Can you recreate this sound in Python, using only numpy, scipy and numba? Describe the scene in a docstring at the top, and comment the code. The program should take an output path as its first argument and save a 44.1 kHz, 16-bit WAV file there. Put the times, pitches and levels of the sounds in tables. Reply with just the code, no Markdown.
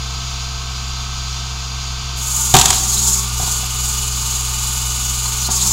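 """Refuse truck lifting a wheeled bin

A six-cylinder diesel idles with hum and clatter while a hydraulic pump whines: harmonics plus shaped noise.
A valve opens, oil hisses through resonant pipes, and the load drags the pump, and the engine with it, down.
The steel tipper slams onto the bin, rattles, and lifts it with dull knocks and squeaks: decaying modes,
noise bursts and pitch-rough tones. The nearly mono microphone clips at the slam."""
import sys
import numpy as np
from scipy import signal
from scipy.fft import rfft, irfft
from scipy.io import wavfile
from scipy.ndimage import uniform_filter1d, map_coordinates
from numba import njit

SR = 44100
rng = np.random.default_rng(int(sys.argv[2]) if len(sys.argv) > 2 else 0)


def to_wav(sig):
    """Store sig (one row per channel, or 1-D mono) as 16-bit WAV at the path in sys.argv[1].

    Samples outside -1..1 are clipped; the rate is SR.
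    """
    pcm = np.clip(np.atleast_2d(sig), -1, 1) * 32767
    pcm = np.round(pcm).astype(np.int16)
    wavfile.write(sys.argv[1], SR, pcm.T)  # frames by channels


N = 252252
T = np.arange(N) / SR

# gear mesh rate with the pump straining, lifting and running free: mesh_hz
DUTY_HZ = [226, 244, 259]
# modes of the hollow bin: mode_hz, relative_db, t60_s
BIN_MODES = [(44.8, -2.5, 0.11), (88.3, -9, 0.4), (127.5, -3.5, 0.15), (195, -7, .16), (230, -5, 0.13),
             (339, -10.5, 0.11)]
# pump tooth rate as a multiple of the mesh rate; teeth passing per shaft turn
TEETH_PER_MESH, PUMP_TEETH = .8826, 10


def undb(db):
    """Logarithmic level: decibels to amplitude gain."""
    return 10 ** (np.asarray(db) / 20)


def level(x, db=0):
    """Mean power: scale a signal to an rms level in dB."""
    return x * undb(db) / np.sqrt(np.mean(x ** 2))


def curves(rows):
    """Linear interpolation: the columns of a table joined by straight lines in time."""
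    s, *columns = np.transpose(rows)
    return [np.interp(T, s, c) for c in columns]


def noise():
    """White noise: equal mean power at every frequency."""
    return rng.standard_normal(N)


def colour(x, points):
    """Spectral shaping by (Hz, dB) points, falling 60 dB per octave beyond its ends; rms 1."""
    hz, db = np.transpose(points)
    bin_hz = np.arange(len(x) // 2 + 1) * SR / len(x)
    octave, known = np.log2(bin_hz + 1), np.log2(hz)
    beyond = np.abs(octave - np.clip(octave, known.min(), known.max()))
    gain = undb(np.interp(octave, known, db) - 60 * beyond)
    return level(irfft(rfft(x) * gain, len(x)))


def walk(rate):
    """Slow random fluctuation: levels held 1 / rate s, then smoothed twice; rms 1."""
    hold = int(SR / rate)
    steps = np.repeat(rng.standard_normal(N // hold + 1), hold)
    smooth = uniform_filter1d(uniform_filter1d(steps, hold), hold)
    return level(smooth[:N])


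def turns(hz):
    """Phase as the integral of frequency: cycles completed at a changing rate."""
    return np.cumsum(hz) / SR


def fade(t, t60):
    """Exponential damping: amplitude falls 60 dB in t60 seconds."""
    return np.exp(-np.log(1000) * t / t60)


def swell(at, half):
    """Gaussian envelope: a bell falling to 1 / e at half seconds from its peak."""
    return np.exp(-((T - at) / half) ** 2)


def lag(x, seconds):
    """First-order inertia: follow a control with a time constant."""
    share = 1 / (seconds * SR)
    return signal.lfilter([share], [1, share - 1], x)


@njit
def resonate(x, hz, width):
    """Resonance with a moving centre: a state-variable band-pass."""
    y, band_state, low_state = np.empty(len(x)), 0., 0.
    for i in range(len(x)):
        g, damping = np.tan(np.pi * hz[i] / SR), width / hz[i]
        v = (band_state + g * (x[i] - low_state)) / (1 + g * (g + damping))
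        band_state = 2 * v - band_state
        low_state = low_state + 2 * g * v
        y[i] = damping * v
    return y


def band(hz, width):
    """Forced resonance: noise exciting one mode of a given bandwidth in Hz."""
    return resonate(noise(), np.full(N, float(hz)), float(width))


def bands(modes):
    """Modal superposition: noise exciting (Hz, width Hz, dB) resonances; rms 1."""
    return level(sum(level(band(hz, width), db) for hz, width, db in modes))


def ring(x, t60, wet_db):
    """Diffuse structural ringing: convolution with exponentially decaying noise, added to the input."""
    t = T[:SR]
    tail = rng.standard_normal(len(t)) * fade(t, t60)
    return x + undb(wet_db) * signal.fftconvolve(x, tail / np.linalg.norm(tail))[:N]


def clatter(firings, order=6):
    """Periodic impact noise: parts knock in one pattern on every round of the six cylinders."""
    pattern = rng.standard_normal(SR // 10)
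    position = firings / order % 1 * len(pattern)
    return level(map_coordinates(pattern, [position], order=3, mode="grid-wrap"))


def diesel(load, drag_hz):
    """Harmonic exhaust pulsation that sags and swells under drag, over engine-cycle clatter and rumble."""
    # exhaust harmonics: multiple of the firing rate, relative_db
    exhaust = [(.5, -15), (1, 3), (2, -1.5), (3, -22)]
    # noise spectrum of the engine block: frequency_hz, relative_density_db
    block_spectrum = [(150, -7), (210, -8), (260, -15.5), (330, -9.5), (430, -13), (480, -17), (630, -20.5),
                      (740, -5), (830, -11.5), (910, -3), (990, -7.5), (1100, 1), (1250, -4.5), (1370, -7),
                      (1600, -11.5), (1900, -16.5), (2200, -19)]
    # noise spectrum of the valve gear: frequency_hz, relative_density_db
    valve_spectrum = [(1800, -21), (2100, -11.5), (2450, -5.5), (2900, -2.5), (3300, -2), (4100, -0.5),
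                      (4750, 0.5), (5400, -5), (6200, -4.5), (6700, -0.5), (7400, -7.5), (8200, -22),
                      (9300, -18.5), (10000, -24.5), (11000, -24), (15800, -31.5)]
    # spectrum of the low rumble: frequency_hz, relative_density_db
    rumble_spectrum = [(4.7, -46), (8.0, 4), (65, 5), (139, -7), (157, -5.5), (177, -13.5), (200, -19),
                       (260, -40), (440, -120)]
    idle_hz, sag_hz_per_mesh_hz, engine_lag_s = 64.05, .086, .25  # idle as firing rate
    hum_base_db, hum_db_per_sag_hz = -27, 0.97

    sag_hz = sag_hz_per_mesh_hz * lag(drag_hz, engine_lag_s)
    firing_hz = idle_hz - sag_hz
    hum_db = hum_base_db + hum_db_per_sag_hz * sag_hz
    firings = turns(firing_hz * (1 + 0.00299 * walk(12)))
    hum = 0
    for multiple, db in exhaust:
        # the higher pressure waves leave the pipe slightly late
        phase = 2 * np.pi * multiple * firings - 0.56 * (multiple - 1)
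        hum = hum + undb(db + hum_db + 0.44 * walk(18)) * np.cos(phase)

    beat = np.cos(2 * np.pi * firings)
    knocking = (clatter(firings) + 0.64 * noise()) * (1 + 0.039 * beat)
    block = colour(knocking, block_spectrum) * undb(-36.5 + 0.51 * load)
    ticking = (noise() + 0.43 * clatter(firings)) * (1 + 0.031 * beat) * undb(0.51 * walk(15))
    valves = undb(-28.5) * colour(ring(ticking, t60=0.12, wet_db=-7.5), valve_spectrum)
    rumble = undb(-38.5 + 0.98 * load) * colour(noise(), rumble_spectrum)
    return hum + block + valves + rumble


def pump(mesh_hz, shaft, load):
    """Gear-mesh and tooth harmonics, lifted by a housing resonance and modulated once a shaft turn."""
    # gear whine: multiple of the mesh rate, then straining_db, lifting_db, free_db before modulation
    gear_whine = [(5, -43, -41.5, -44), (6, -50, -50, -48), (9, -62, -57, -52), (10, -62, -48, -55),
                  (11, -64, -53, -56), (12, -62, -39, -49)]
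    # pump ripple: multiple of the tooth rate, then straining_db, lifting_db, free_db before modulation
    pump_whine = [(1, -39, -46, -49), (2, -44.5, -51, -54), (3, -62, -60, -49), (4, -54, -53, -55)]
    # pump housing resonance: centre_hz, half_width_hz, boost_db
    housing = (1438, 16, 10)

    out, mesh = 0, turns(mesh_hz)
    wobble = 0.0049 * load * np.sin(2 * np.pi * shaft) + 0.0049 * walk(25)  # cycles
    throb_db = .3 * load * np.cos(2 * np.pi * shaft)
    centre_hz, half_width_hz, boost_db = housing
    for ratio, tones in ((1, gear_whine), (TEETH_PER_MESH, pump_whine)):
        for multiple, *duty_db in tones:
            tone_hz = multiple * ratio * mesh_hz
            housing_db = boost_db / (1 + ((tone_hz - centre_hz) / half_width_hz) ** 2)
            db = np.interp(mesh_hz, DUTY_HZ, duty_db) + housing_db
            db = db + multiple * throb_db + 1.2 * walk(12)
            phase = 2 * np.pi * multiple * (ratio * mesh + wobble)
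            out = out + undb(db) * np.sqrt(2) * np.sin(phase)
    return out


def rocking():
    """Damped oscillation: the lifted bin swings on the tipper; positive when it bears down."""
    lift_off_s, period_s, t60_s = 3.2, .41, 4.25
    t = np.maximum(T - lift_off_s, 0)
    return -np.sin(2 * np.pi * t / period_s) * fade(t, t60_s)


def oil(shaft, strain):
    """Turbulent flow noise: pressure drives a valve jet, ringing pipes, fine spray and a droning frame."""
    # noise spectrum of oil in the pipes: frequency_hz, relative_density_db
    pipe_spectrum = [(2200, -38), (3200, -21), (5000, -15), (5700, -9), (5950, -10), (6150, -3),
                     (6500, -3.5), (6900, 1), (7650, -.5), (7950, -9.5), (9000, -20), (12000, -41)]
    # noise spectrum of the fine spray: frequency_hz, relative_density_db
    spray_spectrum = [(7800, -7), (8300, -13), (9300, 1), (10100, -8), (11400, -4.5), (12300, -9),
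                      (13500, -11.5), (15000, -10), (15800, -11)]
    # sharp pipe resonances: mode_hz, relative_db
    pipe_modes = [(6142, -44), (6234, -43), (6298, -44), (6546, -45), (6928, -42), (7542, -45)]
    # truck frame shaken by the oil flow: mode_hz, width_hz, relative_db
    frame_modes = [(192, 44, -2), (405, 23, -16.5), (764, 26, -15), (902, 12.5, 3.5), (1064, 300, -3),
                   (1390, 140, -4.5)]
    # brief surges and checks of the flow: centre_s, half_length_s, pipe_change_db, jet_change_db
    surges = [(2.398, 0.13, 3.5, -8), (2.768, 0.024, 3, 7), (2.95, 0.12, 1.5, 2.5), (3.09, 0.048, 4, 2),
              (4.677, 0.041, 1, 1.5), (5.447, 0.027, .5, 5), (5.491, 0.013, -14, -7), (5.6, 0.02, -4, 2)]
    valve_opens_s, valve_rise_s = 2.154, 0.032  # rise as a time constant; it stays open
    # base levels in the steady lift, and their rise at full strain
    hiss_base_db, hiss_strain_db = -24, 4.5
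    jet_base_db, jet_strain_db, jet_base_hz, jet_strain_hz = -35, 5.5, 4180, 696
    spray_base_db, spray_follows = -30, 0.8  # share of the pipe hiss's swing in dB

    # pressure acts 0.057 s before the pump slows
    pressure = np.interp(T + 0.057, T, strain)
    rock_db = 5.5 * rocking()
    pipe_surge_db = sum(db * swell(s, half) for s, half, db, _ in surges)
    jet_surge_db = sum(db * swell(s, half) for s, half, _, db in surges)
    swing_db = hiss_strain_db * pressure + rock_db + pipe_surge_db
    jet_db = jet_base_db + jet_strain_db * pressure + rock_db + jet_surge_db
    hiss_gain = undb(hiss_base_db + swing_db)
    throb = np.cos(2 * np.pi * shaft)

    singing = undb(-8) * bands([(hz, 25, db) for hz, db in pipe_modes])  # modes 25 Hz wide
    rushing = colour(ring(noise(), t60=0.047, wet_db=-1), pipe_spectrum)
    pipes = hiss_gain * level(rushing + singing)
    spray_db = spray_base_db + spray_follows * swing_db
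    spray = colour(ring(noise(), t60=0.068, wet_db=-7), spray_spectrum) * undb(spray_db)
    jet_hz = (jet_base_hz + jet_strain_hz * pressure) * (1 + 0.081 * walk(30))
    jet_noise = resonate(resonate(noise(), jet_hz, 2500.0), jet_hz, 2500.0)
    jet = level(jet_noise) * undb(jet_db + throb)
    flutter_db = 1.4 * throb + .5 * walk(45)
    frame = hiss_gain * undb(-18.0) * bands(frame_modes)
    opened = 1 - np.exp(-np.maximum(T - valve_opens_s, 0) / valve_rise_s)
    return ((pipes + spray + jet) * undb(flutter_db) + frame) * opened


def squeaks():
    """Stick-slip friction: pivots squeak under the weight, as short tones of randomly rough pitch."""
    # squeaks: centre_s, half_length_s, pitch_hz, relative_db
    squeak_events = [(2.778, 0.011, 3900, -32), (2.925, 0.018, 4380, -34), (2.976, 0.0099, 3930, -28),
                     (5.263, 0.0071, 4240, -28), (5.41, 0.012, 6100, -30), (5.456, .016, 4340, -29)]
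    out = 0
    for s, half, hz, db in squeak_events:
        cycles = turns(hz * (1 + .04 * walk(500)))
        out = out + level(np.sin(2 * np.pi * cycles), db + 4.5) * swell(s, half)
    return out


def struck(modes, t):
    """Modal impact response: damped sines, whose shares and pitches vary with the contact point."""
    chance = rng.standard_normal((len(modes), 2))
    out = 0
    for (hz, db, t60), (share, detune) in zip(modes, chance):
        tone = np.sin(2 * np.pi * hz * (1 + 0.0069 * detune) * t)
        out = out + undb(db + 1.0 * share) * tone * fade(t, t60)
    return out / np.linalg.norm(undb([db for _, db, _ in modes]))


def body(t):
    """Modal density: distinct steel modes ring over crowded, quickly damped panel modes heard as noise."""
    # tipper and hopper steel: mode_hz, relative_db, t60_s
    steel_modes = [(395, -15, 0.3), (417, -18, 0.27), (694, -27, 0.088), (742, 7.5, 0.1), (767, 6.5, 0.14),
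                   (860, -2, 0.074), (907, 5, 0.13), (1025, -5, 0.099), (1054, -11, 0.14), (1148, -5, 0.16),
                   (1215, -11, 0.41), (1630, -2, .15), (1985, -7, 0.26), (2430, -3, 0.24)]
    # crowded panel modes of bin and hopper: frequency_hz, relative_density_db
    panel_spectrum = [(100, 5), (240, -2), (300, -10), (400, -5.5), (560, -20), (660, -16), (750, 3),
                      (820, -12), (910, 3.5), (1120, -4.5), (1350, -11.5), (2400, -16)]
    steel = struck(steel_modes, t)
    panels = colour(rng.standard_normal(len(t)), panel_spectrum) * fade(t, 0.14)
    return undb(-1.5) * steel + undb(-5.0) * panels


def clash(t):
    """Hard contact excites a wide band: a bright burst of varying colour that also shakes panels and bin."""
    # steel on steel: frequency_hz, relative_density_db
    clash_spectrum = [(550, -38), (1000, 0), (1900, -11.5), (3400, 0.5), (5200, -4.5), (7100, 4.5),
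                      (8400, -6), (12000, -14), (16000, -21)]
    chances = rng.standard_normal(len(clash_spectrum))
    contact_colour = [(hz, db + 2 * chance) for (hz, db), chance in zip(clash_spectrum, chances)]
    envelope = fade(t, 0.028) + undb(-25.5) * fade(t, 0.21)
    steel = colour(rng.standard_normal(len(t)), contact_colour) * envelope
    return undb(4.5) * steel + undb(-15) * body(t) + undb(-18) * struck(BIN_MODES, t)


def knock(t):
    """Soft contact excites few high modes: low-passed panels and a thud of the hollow plastic bin."""
    soft_hz = 1300  # little rings above this
    muffled = signal.sosfilt(signal.butter(2, soft_hz, fs=SR, output="sos"), body(t))
    return muffled + undb(-16) * struck(BIN_MODES, t)


def tipper():
    """Impact sequence: clashes and knocks excite their modes, and the hopper echoes them diffusely."""
    # steel strikes steel as the tipper slams home, bounces and later shifts: start_s, relative_db
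    clashes = [(2.5396, 2.5), (2.55, -5), (2.5651, 0), (2.586, -6), (2.595, -6), (2.6122, -3.5),
               (2.656, -3), (2.6815, -14), (2.7033, -5), (2.7274, -13), (2.7357, -17), (5.256, -21),
               (5.321, -23)]
    # dull knocks of the bin against the tipper: start_s, relative_db
    knocks = [(2.5402, 4.5), (3.398, -19), (3.426, -22), (3.475, -24), (3.632, -26.5), (5.488, -17)]
    out, t = np.zeros(N + SR), T[:SR]
    contact = 1 - fade(t, 0.0057)  # softened onset
    for blow, events in ((clash, clashes), (knock, knocks)):
        for s, db in events:
            start = int(s * SR)
            out[start:start + SR] += undb(db) * contact * blow(t)
    return ring(out[:N], t60=1.0, wet_db=-8.5)


def scene():
    """Common control and superposition: pump speed tells its load; sources sum ahead, with faint side hiss."""
    # pump speed before the bin's rocking: time_s, mesh_hz
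    drive = [(2.15, 259.2), (2.3, 251), (2.45, 237), (2.88, 234.5), (3.2, 222), (3.32, 238), (3.42, 243),
             (3.9, 244.5), (5.46, 244), (5.6, 219), (5.72, 212)]
    mesh_hz = curves(drive)[0] - 4.53 * rocking()
    straining_hz, lifting_hz, free_hz = DUTY_HZ
    load = np.interp(mesh_hz, DUTY_HZ, [1, 1, 0])
    strain = (lifting_hz - mesh_hz) / (lifting_hz - straining_hz)
    shaft = turns(mesh_hz) * TEETH_PER_MESH / PUMP_TEETH
    machinery = diesel(load, free_hz - mesh_hz) + pump(mesh_hz, shaft, load) + oil(shaft, strain)
    mid = machinery + squeaks() + tipper()
    # opposite in sign left and right
    side = undb(-55) * colour(noise(), [(200, 8), (2000, -13), (7000, -16.5), (15000, 14)])
    return np.array([mid + side, mid - side])


def record(dry):
    """Overload and band limiting: the microphone clips peaks, then a steep low-pass cuts the top."""
    top_hz = 15750
    clipped = np.clip(dry, -.93, .93)
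    return signal.sosfilt(signal.ellip(12, .2, 80, top_hz, fs=SR, output="sos"), clipped)


dry = scene()
out = record(dry)
to_wav(out)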